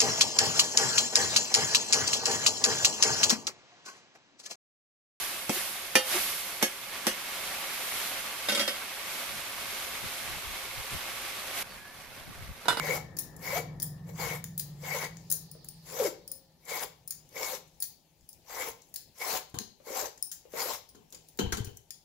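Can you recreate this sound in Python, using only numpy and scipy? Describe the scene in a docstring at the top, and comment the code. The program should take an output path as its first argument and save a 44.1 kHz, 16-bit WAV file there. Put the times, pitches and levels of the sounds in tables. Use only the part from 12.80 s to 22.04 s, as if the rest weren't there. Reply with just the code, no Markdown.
"""Peeling strokes follow one another along a gourd: torn skin hisses as noise that also drives blade and flesh
resonances, and some strokes chatter as gliding sines. Bangles clink as the hand swings back: noisy impacts
excite their modes. Outside the small hard kitchen a vehicle drones away, as filtered noise and harmonics of
its firing rate; a whine and a faint tone pass in its wake. Late on, the gourd bumps the wooden board, whose
modes ring, and rocks it in low decaying sines. Air noise lies beneath; the treble ends at a steep limit."""
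import sys
import numpy as np
from scipy import signal
from scipy.fft import rfft, irfft, next_fast_len
from scipy.io import wavfile
from scipy.ndimage import uniform_filter1d, map_coordinates

SR = 44100
rng = np.random.default_rng(int(sys.argv[2]) if len(sys.argv) > 2 else 0)


def store_wav(level_fs):
    """Save 16-bit WAV to argv[1]."""
    pcm = np.round(np.clip(np.atleast_2d(level_fs), -1, 1) * 32767)
    wavfile.write(sys.argv[1], SR, pcm.T.astype(np.int16))


N = 407484

# Resonances of the gourd, the first two low: centre_hz, width_hz, level_db
FLESH_MODES = [(483, 95, 8.5), (637, 92, -0.5), (749, 106, -2), (925, 64, -3), (1030, 66, -1),
               (1610, 1800, -15.5)]
# Coherence of the two ports, highest near 350 Hz: frequency_hz, likeness (0 to 1)
LIKENESS = [(60, 0.78), (140, 0.61), (350, 0.93), (700, 0.43), (2200, 0.39), (5000, 0.097), (15000, 0.047)]


def amp(db):
    """Decibel law: the amplitude gain of a level in dB."""
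    return 10 ** (np.asarray(db) / 20)


def unit(x):
    """Normalisation: x at rms 1."""
    return x / np.sqrt(np.mean(x ** 2) + 1e-20)


def seconds():
    """Sampling: the time of each sample in s."""
    return np.arange(N) / SR


def along(points, hz):
    """Logarithmic frequency scale: interpolates (Hz, value) points."""
    f, v = np.transpose(points)
    return np.interp(np.log(hz + 1), np.log(f + 1), v)


def curve(points):
    """Linear interpolation: (s, value) points as one value per sample."""
    s, v = np.transpose(points)
    return np.interp(seconds(), s, v)


def wobble(rate):
    """Band-limited fluctuation: a smooth random curve with rate knots a second."""
    knots = rng.standard_normal(int(N * rate / SR) + 4)
    return map_coordinates(knots, [np.arange(N) * rate / SR])


def filtered(x, response):
    """Linear filtering: the spectrum of x times a response of frequency."""
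    m = next_fast_len(N + SR // 2)
    return irfft(rfft(x, m) * response(np.fft.rfftfreq(m, 1 / SR)), m)[..., :N]


def colour(points):
    """Spectral envelope: the response through (Hz, dB) points."""
    return lambda hz: amp(along(points, hz))


def body(peaks):
    """Modal superposition: a sum of resonances with alternating sign."""
    def response(f):
        total = 0
        for k, (centre, width, db) in enumerate(peaks):
            damping = 1j * f * width
            total = total + (-1) ** k * amp(db) * damping / (centre * centre - f * f + damping)
        return total
    return response


def ports(pair, response):
    """Spatial coherence: unrelated signals mixed into two ports, most alike near 350 Hz, then falling
    towards the treble; their mean has rms 1."""
    # the left port hears more: frequency_hz, left_minus_right_db
    lean = [(40, 9), (150, 1), (700, 3.5), (2500, 6), (8000, 8), (15000, 6.5)]

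    def mid_side(hz):
        turn = np.arccos(np.clip(along(LIKENESS, hz), -1, 1)) / 2
        return response(hz) * [np.cos(turn), np.sin(turn)]

    mid, side = filtered(pair, mid_side)
    both = np.array([mid + side, mid - side])
    both = filtered(both, lambda hz: amp(np.outer([.5, -.5], along(lean, hz))))
    return both / np.sqrt(np.mean(both.mean(axis=0) ** 2))


def placed(pair, side_gain, left_db, right_db):
    """Mid-side stereo: the second signal enters the two ports with opposite signs."""
    return amp([[left_db], [right_db]]) * (pair[0] + side_gain * pair[1] * [[1], [-1]])


def grit(spiky_db, rate, patchy_db=0):
    """Modulated noise: a pair whose level flutters and whose colour shifts in time-frequency patches."""
    pair = rng.standard_normal((2, N))
    if patchy_db:
        z = signal.stft(pair, nperseg=256)[2]
        field = uniform_filter1d(rng.standard_normal(z.shape[1:]), size=4, axis=0)
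        field = uniform_filter1d(field, size=12, axis=1)
        pair = signal.istft(z * amp(patchy_db * unit(field)), nperseg=256)[1][:, :N]
    return pair * amp(spiky_db * wobble(rate))


def tone(hz, jitter, rate):
    """Frequency modulation: an unsteady sine of rms 1."""
    return np.sqrt(2) * np.sin(2 * np.pi * np.cumsum(hz * (1 + jitter * wobble(rate))) / SR)


def bursts(times, db, rise, t60, spiky_db, blow):
    """Impact excitation: a first blow and a decaying rough noise, with a second noise unrelated."""
    age = np.arange(SR // 4) / SR
    env, first = np.zeros((2, N + SR))
    for s, level, life in np.broadcast(times, db, t60):
        env[round(s * SR):][:len(age)] += amp(level - 60 * age / life) * (1 - np.exp(-age / rise))
        first[round((s + rise) * SR)] += blow * amp(level)
    rough = env[:N] * grit(spiky_db, rate=840, patchy_db=3.0)
    return rough + [[1], [0]] * first[:N]


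def struck(force, peaks):
    """Forced vibration: a body driven by the force; white force of rms 1 gives rms 1."""
    hz = np.linspace(0, SR / 2, 4096)
    return filtered(force, body(peaks)) / np.sqrt(np.mean(np.abs(body(peaks)(hz)) ** 2))


def peeler():
    """Fracture noise: tearing skin hisses and drives resonances of the blade and the gourd."""
    # peeling strokes: bite_s, swell_s, hold_s, bite_db, peak_db, blade_re_drive_db,
    # blade_drift_db (over the stroke), low_flesh_re_drive_db, high_flesh_re_drive_db
    strokes = [(0.008, 0.086, 0.075, -47.5, -40.5, 5.5, -5, 3.5, -2),
               (0.628, 0.1, 0.054, -50, -38.5, 3.5, -2, -4.5, -3),
               (1.401, 0.096, 0.06, -42, -42, 0.5, 2.5, -3, -2),
               (2.039, 0.1, 0.11, -47, -41, 1, -1.5, -3, -3),
               (3.065, 0.14, 0.068, -54.5, -37.5, -11, 2, -0.5, -5.5),
               (3.894, 0.082, 0.061, -43.5, -41, -3, -11, -5, -4.5),
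               (4.567, 0.079, 0.11, -45, -39, -8.5, -22, -4.5, -6),
               (5.707, 0.11, 0.072, -46.5, -42, -4.5, 2, -4.5, -2),
               (6.416, 0.095, 0.065, -42.5, -36, -18, -41, -8, -3.5),
               (7.08, 0.082, 0.097, -50.5, -39.5, -12.5, -34, -1.5, -2.5),
               (7.764, 0.076, 0.11, -40.5, -38, -18.5, -31, -8, -5)]
    # the blade only brushes the skin: start_s, drive_db
    grazes = [(1.294, -57.5), (8.348, -62.5)]
    # wet skin tearing: frequency_hz, relative_density_db
    hiss_spectrum = [(710, -22.5), (1200, -10), (2220, -8), (2810, -12), (4520, -5.5), (7220, -2.5),
                     (8500, -4.5), (11000, -38), (18700, -120)]
    # finest spray of the tear: frequency_hz, relative_density_db
    spray_spectrum = [(7000, -37.5), (9000, -9.5), (12000, -0.5), (15800, -5)]
    # blade resonances: centre_hz, width_hz, level_db
    blade_modes = [(1820, 880, -7.5), (1962, 94, 3.5), (2186, 105, 7), (2291, 83, 4.5)]
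    # the arm shakes the table: frequency_hz, relative_density_db
    arm_spectrum = [(25, -22), (60, 4), (200, -13), (400, -14.5)]
    graze_blade_db, graze_flesh_db = -2, -1  # re drive

    brushes = [(s, 1e-3, 1e-3, db, db, graze_blade_db, 0, graze_flesh_db, graze_flesh_db) for s, db in grazes]
    drive, blade, low, high = np.zeros((4, N))
    for bite, swell, hold, bite_db, peak_db, blade_db, drift_db, low_db, high_db in strokes + brushes:
        db = stroke(bite, swell, hold, bite_db, peak_db)
        way = np.interp(seconds(), [bite, bite + swell + hold], [-.5, .5])  # along the gourd
        depth_db = db - db.max()  # the deeper the cut, the more blade and gourd sound
        drive += amp(db)
        blade += amp(db + blade_db + drift_db * way + 0.48 * depth_db)
        flesh = amp(db + 0.19 * depth_db)
        low += amp(low_db) * flesh
        high += amp(high_db) * flesh

    out = amp(-3.0) * drive * ports(grit(spiky_db=2.2, rate=250, patchy_db=3.5), colour(hiss_spectrum))
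    out += amp(1.24) * drive * ports(grit(spiky_db=1.0, rate=680, patchy_db=4.0), colour(spray_spectrum))
    out += blade * ports(grit(spiky_db=1.0, rate=82, patchy_db=3.5), body(blade_modes))
    out += low * ports(grit(spiky_db=2.5, rate=60, patchy_db=3.5), body(FLESH_MODES[:2]))
    out += high * ports(grit(spiky_db=1.0, rate=150, patchy_db=2), body(FLESH_MODES[2:]))
    shake = unit(filtered(grit(spiky_db=11, rate=36), colour(arm_spectrum)))
    out += drive * amp([[-11], [-26]]) * shake
    out *= amp(1.2 * wobble(30))  # uneven skin under the edge
    return out + amp([[1.2], [-1.2]]) * chatter()


def stroke(bite, swell, hold, bite_db, peak_db):
    """Force envelope: the level in dB of one stroke through landing, swell, sagging hold and lift."""
    land_db_per_s, lift_db_per_s, sag_db_per_s = 430, 468.5, 14.5
    end, end_db = bite + swell + hold, peak_db - sag_db_per_s * hold
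    return curve([(bite - 1, bite_db - land_db_per_s), (bite, bite_db), (bite + swell, peak_db),
                  (end, end_db), (end + 1, end_db - lift_db_per_s)])


def chatter():
    """Stick-slip friction: each bout of even slips is a sine that sets in fast, glides and weakens."""
    # bouts: start_s, length_s, first_slip_hz, last_slip_hz, level_db
    bouts = [(0.107, 0.032, 500, 470, -32), (0.733, 0.0095, 564, 562, -32), (0.761, 0.017, 649, 756, -33),
             (2.143, 0.029, 593, 488, -38), (3.202, 0.0225, 529.4, 422, -25), (3.226, 0.061, 480, 308, -30)]
    catch_s, fade_db_per_s = 0.0056, 171  # onset and release time; weakening
    t, out = seconds(), np.zeros(N)
    for s, length, first_hz, last_hz, db in bouts:
        edges = np.clip(np.minimum(t - s + catch_s, s + length + catch_s - t) / catch_s, 0, 1)
        level = amp(db - fade_db_per_s * np.clip(t - s, 0, 1))
        hz = np.interp(t, [s, s + length], [first_hz, last_hz])
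        out += edges * level * tone(hz, jitter=0.0316, rate=56)
    return out


def bangles():
    """Modal excitation: each contact shakes ringing, lower, crowded and thin modes in its own mix."""
    # contacts: start_s, force_db, lower_re_force_db, crowded_re_force_db, rattle_t60_s, ring_re_force_db
    clinks = [(0.3675, -40.5, 3.5, 5.5, 0.047, -24), (0.3866, -24.5, -5.5, 0, 0.037, -19),
              (0.9997, -28.5, -8.5, -16.5, 0.026, -36), (1.0203, -28.5, -9.5, -8.5, 0.04, -18),
              (1.0276, -26.5, -9, 7.5, 0.014, -19.5), (1.641, -25.5, -2.5, -6, 0.013, -26),
              (1.778, -30.5, -12, 3, 0.04, -25), (1.7948, -27, -4, 2.5, 0.034, -21),
              (2.3694, -49, 11, -26, 0.012, -18), (2.5004, -22.5, -17, -12, 0.043, -12),
              (2.514, -27, -4.5, 4, 0.044, -20), (2.524, -28.5, -7, 7.5, 0.024, -18),
              (2.714, -36.5, -12, -10, 0.024, -13), (2.845, -51, 3, 6, 0.027, -14),
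              (2.886, -42.5, -8.5, -8, 0.033, 2), (3.477, -36.5, -9, -29, 0.032, -10),
              (3.516, -29, -13.5, -13.5, 0.029, -11.5), (4.276, -29.5, -14, -18, 0.03, -16),
              (4.3069, -27, -13, -7, 0.027, -20), (4.3227, -46.5, 4, -5, 0.02, -14.5),
              (5.002, -35, -13, -13, 0.073, -6), (5.023, -33, -7, 1.5, 0.08, -17.5),
              (5.4092, -63, 12, -11, 0.016, -16.5), (5.4895, -35.5, -9.5, -8, 0.021, -15),
              (6.018, -54, 10, -9, 0.019, -17), (6.14, -36.5, -5, -4, 0.04, -6),
              (6.159, -31.5, -7.5, -8.5, 0.05, -8), (6.787, -23, 2, -12, 0.014, -22),
              (7.376, -61, 12, -14, 0.024, -16), (7.4254, -24.5, -12.5, -4.5, 0.024, -4.5),
              (7.515, -36, -1, 0, 0.11, -27), (8.089, -51.5, -1, -16, 0.018, 3.5),
              (8.1526, -64.5, 13, -13, 0.031, -10), (8.324, -52, 7, -1.5, 0.068, -23),
              (8.3467, -55, 14.5, 5, 0.028, -2), (8.4858, -45, -7, -5.5, .03, -16),
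              (8.573, -49, 4, 7, 0.018, -27), (8.845, -39, -2, -2, 0.041, -14),
              (9.106, -31, 6.5, -3.5, 0.012, -7)]
    # ringing modes: centre_hz, width_hz, level_db
    ringing = [(9570, 280, 6.5), (15360, 720, -1)]
    # lower modes, the lowest first: centre_hz, width_hz, level_db
    lower_modes = [(1780, 370, -14), (5160, 2300, -6.5), (6110, 450, -1.5), (6730, 610, -6)]
    # crowded short modes: centre_hz, width_hz, level_db
    crowded = [(11500, 3200, 2.5), (12500, 600, 9.5), (16100, 2300, 8)]
    # thin modes that ring on: centre_hz, width_hz, level_db
    thin = [(5100, 130, -0.5), (9500, 54, 4), (15310, 44, -1)]
    thin_hz, lowest_db = 3300, -21.5  # small rings radiate little below thin_hz; lowest mode re the lower ones

    s, db, lower_db, crowded_db, t60, ring_db = np.transpose(clinks)
    run = touches(s)
    out = struck(run * bursts(s, db, rise=0.0005, t60=t60, spiky_db=0.5, blow=0.87), ringing)
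    lower = run * bursts(s, db + lower_db, rise=0.00085, t60=t60, spiky_db=2.5, blow=1.9)
    out += struck(lower, lower_modes[1:])
    out += struck(run * bursts(s, db + crowded_db, rise=0.0006, t60=t60, spiky_db=4.0, blow=1.3), crowded)
    out += struck(bursts(s, db + ring_db, rise=0.00063, t60=0.04, spiky_db=4, blow=4.2), thin)
    out = filtered(out, lambda f: (1j * f / (thin_hz + 1j * f)) ** 4)
    out += amp(lowest_db) * struck(lower, lower_modes[:1])
    return placed(out, 0.96, left_db=3.0, right_db=-3.5)


def touches(times):
    """Contact bounce: each contact is a run of separate sharp touches at uneven gaps."""
    gap_s, life_s, scatter_db, between = 0.0042, 0.0015, 2.5, 0.47  # between: force gain left between touches
    draw = rng.standard_normal((len(times), 2, 12))
    gaps = gap_s * np.exp(draw[:, 0] / 2)
    at = times[:, None] + np.cumsum(gaps, axis=1) - gaps[:, :1]  # the first touch falls on the contact
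    at = np.round(at * SR).astype(int)
    hits = np.bincount(at.ravel(), amp(scatter_db * draw[:, 1]).ravel(), minlength=N + SR)[:N]
    return between + signal.lfilter([1], [1, -np.exp(-1 / (life_s * SR))], hits)


def board():
    """Impact on a plate: bumps shake the wood, its hard edge and something glassy that rings along."""
    # blows: start_s, force_db, sharp_re_force_db, glassy_re_force_db
    knocks = [(6.742, -43.5, -3.5, -23), (8.147, -58.5, -3, -17), (8.326, -64, -3, -10),
              (8.589, -36, 2.5, -9.5), (8.722, -44, 12, -20), (8.77, -51, 10, -16), (8.867, -61.5, 5, -8)]
    # modes of the wood: centre_hz, width_hz, level_db
    wood = [(114, 34, 1.5), (215, 74, 5.5), (415, 85, 7), (497, 18.4, 4.5), (714, 84, -7.5),
            (1030, 210, -7.5)]
    # hard edge of the blow: centre_hz, width_hz, level_db
    sharp = [(1460, 340, 2), (4010, 860, 0), (6720, 950, 2), (12200, 6600, -6)]
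    # something hard on the board: centre_hz, width_hz, level_db
    glassy = [(1580, 57, 3), (3076, 120, 6.5), (4400, 130, -9)]
    s, db, sharp_db, glassy_db = np.transpose(knocks)
    out = struck(bursts(s, db, rise=0.0015, t60=0.34, spiky_db=0, blow=20.0), wood)
    out += struck(bursts(s, db + sharp_db, rise=0.00069, t60=0.12, spiky_db=1.5, blow=3.2), sharp)
    out += struck(bursts(s, db + glassy_db, rise=0.00062, t60=0.46, spiky_db=3.5, blow=6.1), glassy)
    return placed(out, 1.1, left_db=2.5, right_db=-3)


def thuds():
    """Damped oscillation: the board's edge drops on the cloth, each time a low swing that dies at once."""
    # drops: start_s, level_db, pitch_hz
    drops = [(6.741, -30, 144), (6.771, -31.5, 125), (6.808, -33.5, 215), (8.638, -22, 91),
             (8.671, -20.5, 75.5), (8.733, -22.5, 74), (8.804, -18.5, 106), (8.839, -40, 75),
             (8.873, -30, 91)]
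    t60_s, rise_s = 0.043, 0.0021
    out, age = np.zeros(N), np.arange(SR // 4) / SR
    for s, db, hz in drops:
        env = amp(db - 60 * age / t60_s) * (1 - np.exp(-age / rise_s))
        out[round(s * SR):][:len(age)] += env * np.sin(2 * np.pi * hz * age)
    return amp([[3], [-4]]) * out


def soft_knocks():
    """Impact on a soft body: small soft knocks sound the low modes of the gourd."""
    # knocks: start_s, force_db
    knocks = [(.09, -39), (1.289, -56), (2.52, -53), (2.75, -57), (7, -60.5), (7.068, -50.5), (7.652, -57),
              (7.736, -41.5)]
    s, db = np.transpose(knocks)
    force = bursts(s, db, rise=0.0016, t60=0.18, spiky_db=0, blow=18)
    return placed(struck(force, FLESH_MODES[:2]), 1.1, left_db=2.5, right_db=-3)


def snaps():
    """Broad, heavily damped resonance: small dry ticks of peel and fingers."""
    # ticks: start_s, level_db (all lowered together below)
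    ticks = [(0.5642, -39), (0.5916, -45), (1.3643, -44), (3.8511, -40.5), (4.4892, -51), (4.8753, -50),
             (5.5289, -39), (6.0877, -51), (6.383, -34), (6.6952, -44), (6.8128, -43.5), (8.304, -51.5),
             (8.9688, -40)]
    # peel resonances: centre_hz, width_hz, level_db
    peel = [(6100, 2300, -0.5), (12500, 12000, 0)]
    s, db = np.transpose(ticks)
    force = bursts(s, db - 11, rise=0.0005, t60=0.04, spiky_db=5.5, blow=2.5)
    return placed(struck(force, peel), 1.1, left_db=2.5, right_db=-3)


def kitchen(x):
    """Reverberation: each frequency decays at its own speed; the random tail is redrawn every third of a second."""
    # decay time of the room: frequency_hz, t60_s
    decay = [(300, 0.39), (2000, 0.34), (4000, 0.45), (9000, 0.23), (16000, 0.24)]
    step, delay = SR // 3, 200  # samples
    out = np.zeros((2, N + 2 * SR))
    for at in range(0, N, step):
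        hz, t, z = signal.stft(rng.standard_normal((2, SR // 2)), SR, nperseg=256)
        alike = np.clip(along(LIKENESS, hz), 0, 1)[:, None]
        z[1] = alike * z[0] + np.sqrt(1 - alike ** 2) * z[1]
        fall = amp(-60 * t / along(decay, hz)[:, None])
        tail = signal.istft(z * fall, SR, nperseg=256)[1]
        wet = signal.fftconvolve(x[:, at:at + step], tail / np.linalg.norm(tail[0]), axes=1)
        out[:, at + delay:][:, :wet.shape[1]] += wet
    return out[:, :N]


def street():
    """Superposition: a vehicle moving off and two faint tones."""
    return engine() + rumble() + tyres() + whine() + hoot()


def engine():
    """Harmonic series: wavering multiples of a slowing firing rate through the pipe, over a noisy drone."""
    # engine loudness: time_s, level_db
    loudness = [(0, -45.5), (.42, -57), (.9, -47.5), (1.5, -44.5), (2.1, -52), (2.6, -56.5), (3.25, -63.5),
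                (3.55, -78), (3.9, -70.5), (5.3, -73.5), (9.24, -72)]
    # exhaust and window: frequency_hz, gain_db
    pipe = [(60, -18.5), (130, -7), (160, 4), (185, -8.5), (230, -48.5)]
    # resonance of the drone: centre_hz, width_hz, level_db
    drone_mode = [(157.8, 22, 0)]
    firing_hz, slows_hz_per_s, gone_s = 22.07, 0.65, 5.54  # firing rate at the start, its fall, last heard
    drone_db, firing_db = -3, 2.5  # re engine loudness

    t, engine_db = seconds(), curve(loudness)
    hz = firing_hz - slows_hz_per_s * t
    turns = np.cumsum(hz * (1 + 0.00632 * wobble(4.71))) / SR
    lines = np.zeros(N)
    for k in range(3, 11):
        level = amp(along(pipe, k * hz) + 2.5 * wobble(3.77))
        lines += level * np.sin(2 * np.pi * (k * turns + rng.random()))
    drone = unit(filtered(rng.standard_normal(N), lambda f: body(drone_mode)(f) ** 2))
    out = amp(engine_db + drone_db) * drone
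    return out + amp(engine_db + firing_db) * np.clip(gone_s - t, 0, 1) * unit(lines)


def rumble():
    """Broadband noise: the road noise fades into the town's."""
    # road noise: frequency_hz, relative_density_db
    road = [(20, -56), (40, -11.5), (124, -10), (162, -7.5), (216, -13), (383, -16.5), (634, -20),
            (1050, -25), (1400, -31.5), (1820, -68), (3080, -120)]
    near_db, fade_db_per_s, far_db = -50.5, 5.5, -91
    level = amp(near_db - fade_db_per_s * seconds()) + amp(far_db)
    return level * ports(grit(spiky_db=1.5, rate=8), colour(road))


def tyres():
    """Band-pass noise: a narrow tyre band that fades steadily."""
    # tyre band: centre_hz, width_hz, level_db
    band = [(1800, 210, 0)]
    start_db, fade_db_per_s = -61.5, 7.5
    noise = ports(rng.standard_normal((2, N)), lambda f: body(band)(f) ** 2)
    return amp(start_db - fade_db_per_s * seconds()) * noise


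def whine():
    """Random frequency modulation: a distant sinking whine made hissy by fast jitter."""
    start_s, start_hz, sinks_hz_per_s = 2.35, 4840, 400
    left_db, right_db, rise_s, life_s = -64.5, -59.5, 0.21, 0.71
    age = np.clip(seconds() - start_s, 0, 3)
    hz = start_hz - sinks_hz_per_s * age
    pair = np.array([tone(hz, jitter=0.21, rate=800), tone(hz, jitter=0.092, rate=1200)])
    env = (1 - np.exp(-age / rise_s)) * np.exp(-(age / life_s) ** 2 / 2)
    return amp([[left_db], [right_db]]) * env * pair


def hoot():
    """Exponential decay: a faint tone of slightly unsteady pitch sets in and fades."""
    start_s, pitch_hz, level_db, fade_db_per_s, rise_s = 3.47, 537, -62, 63, 0.037
    age = np.clip(seconds() - start_s, 0, None)
    env = np.clip(age / rise_s, 0, 1) * amp(level_db - fade_db_per_s * age)
    return env * tone(pitch_hz, jitter=0.0106, rate=13)


def still_air():
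    """Background noise: the kitchen and the microphone, gently fluctuating."""
    # noise spectrum: frequency_hz, relative_density_db
    floor = [(20, -10), (60, 1.5), (220, -7), (450, -9.5), (680, -10.5), (860, -7.5), (1100, -24),
             (1400, -25), (2500, -18.5), (6000, -18.5), (15800, -17.5)]
    return amp(-65.5) * ports(grit(spiky_db=2, rate=4, patchy_db=2.5), colour(floor))


def scene():
    """Superposition: near sources with their room, the street and the still air."""
    clinks = bangles()
    near = peeler() + board() + thuds() + soft_knocks() + snaps()
    room = kitchen(amp(-4.5) * clinks + amp(-9.5) * near)
    return clinks + near + room + street() + still_air()


def record(dry):
    """Band limitation: treble colour, then a steep upper band limit."""
    # a dip of the microphone port: frequency_hz, gain_db
    port_dip = [(7500, 1), (8100, -7), (9100, -5.5), (9600, -2.5)]
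    # steep upper band limit: frequency_hz, gain_db
    band_limit = [(15700, 0), (16000, -26)]
    top_hz = 16980  # nothing is kept from here up
    return filtered(dry, lambda hz: amp(along(port_dip, hz) + along(band_limit, hz)) * (hz < top_hz))


dry = scene()
out = record(dry)
store_wav(out)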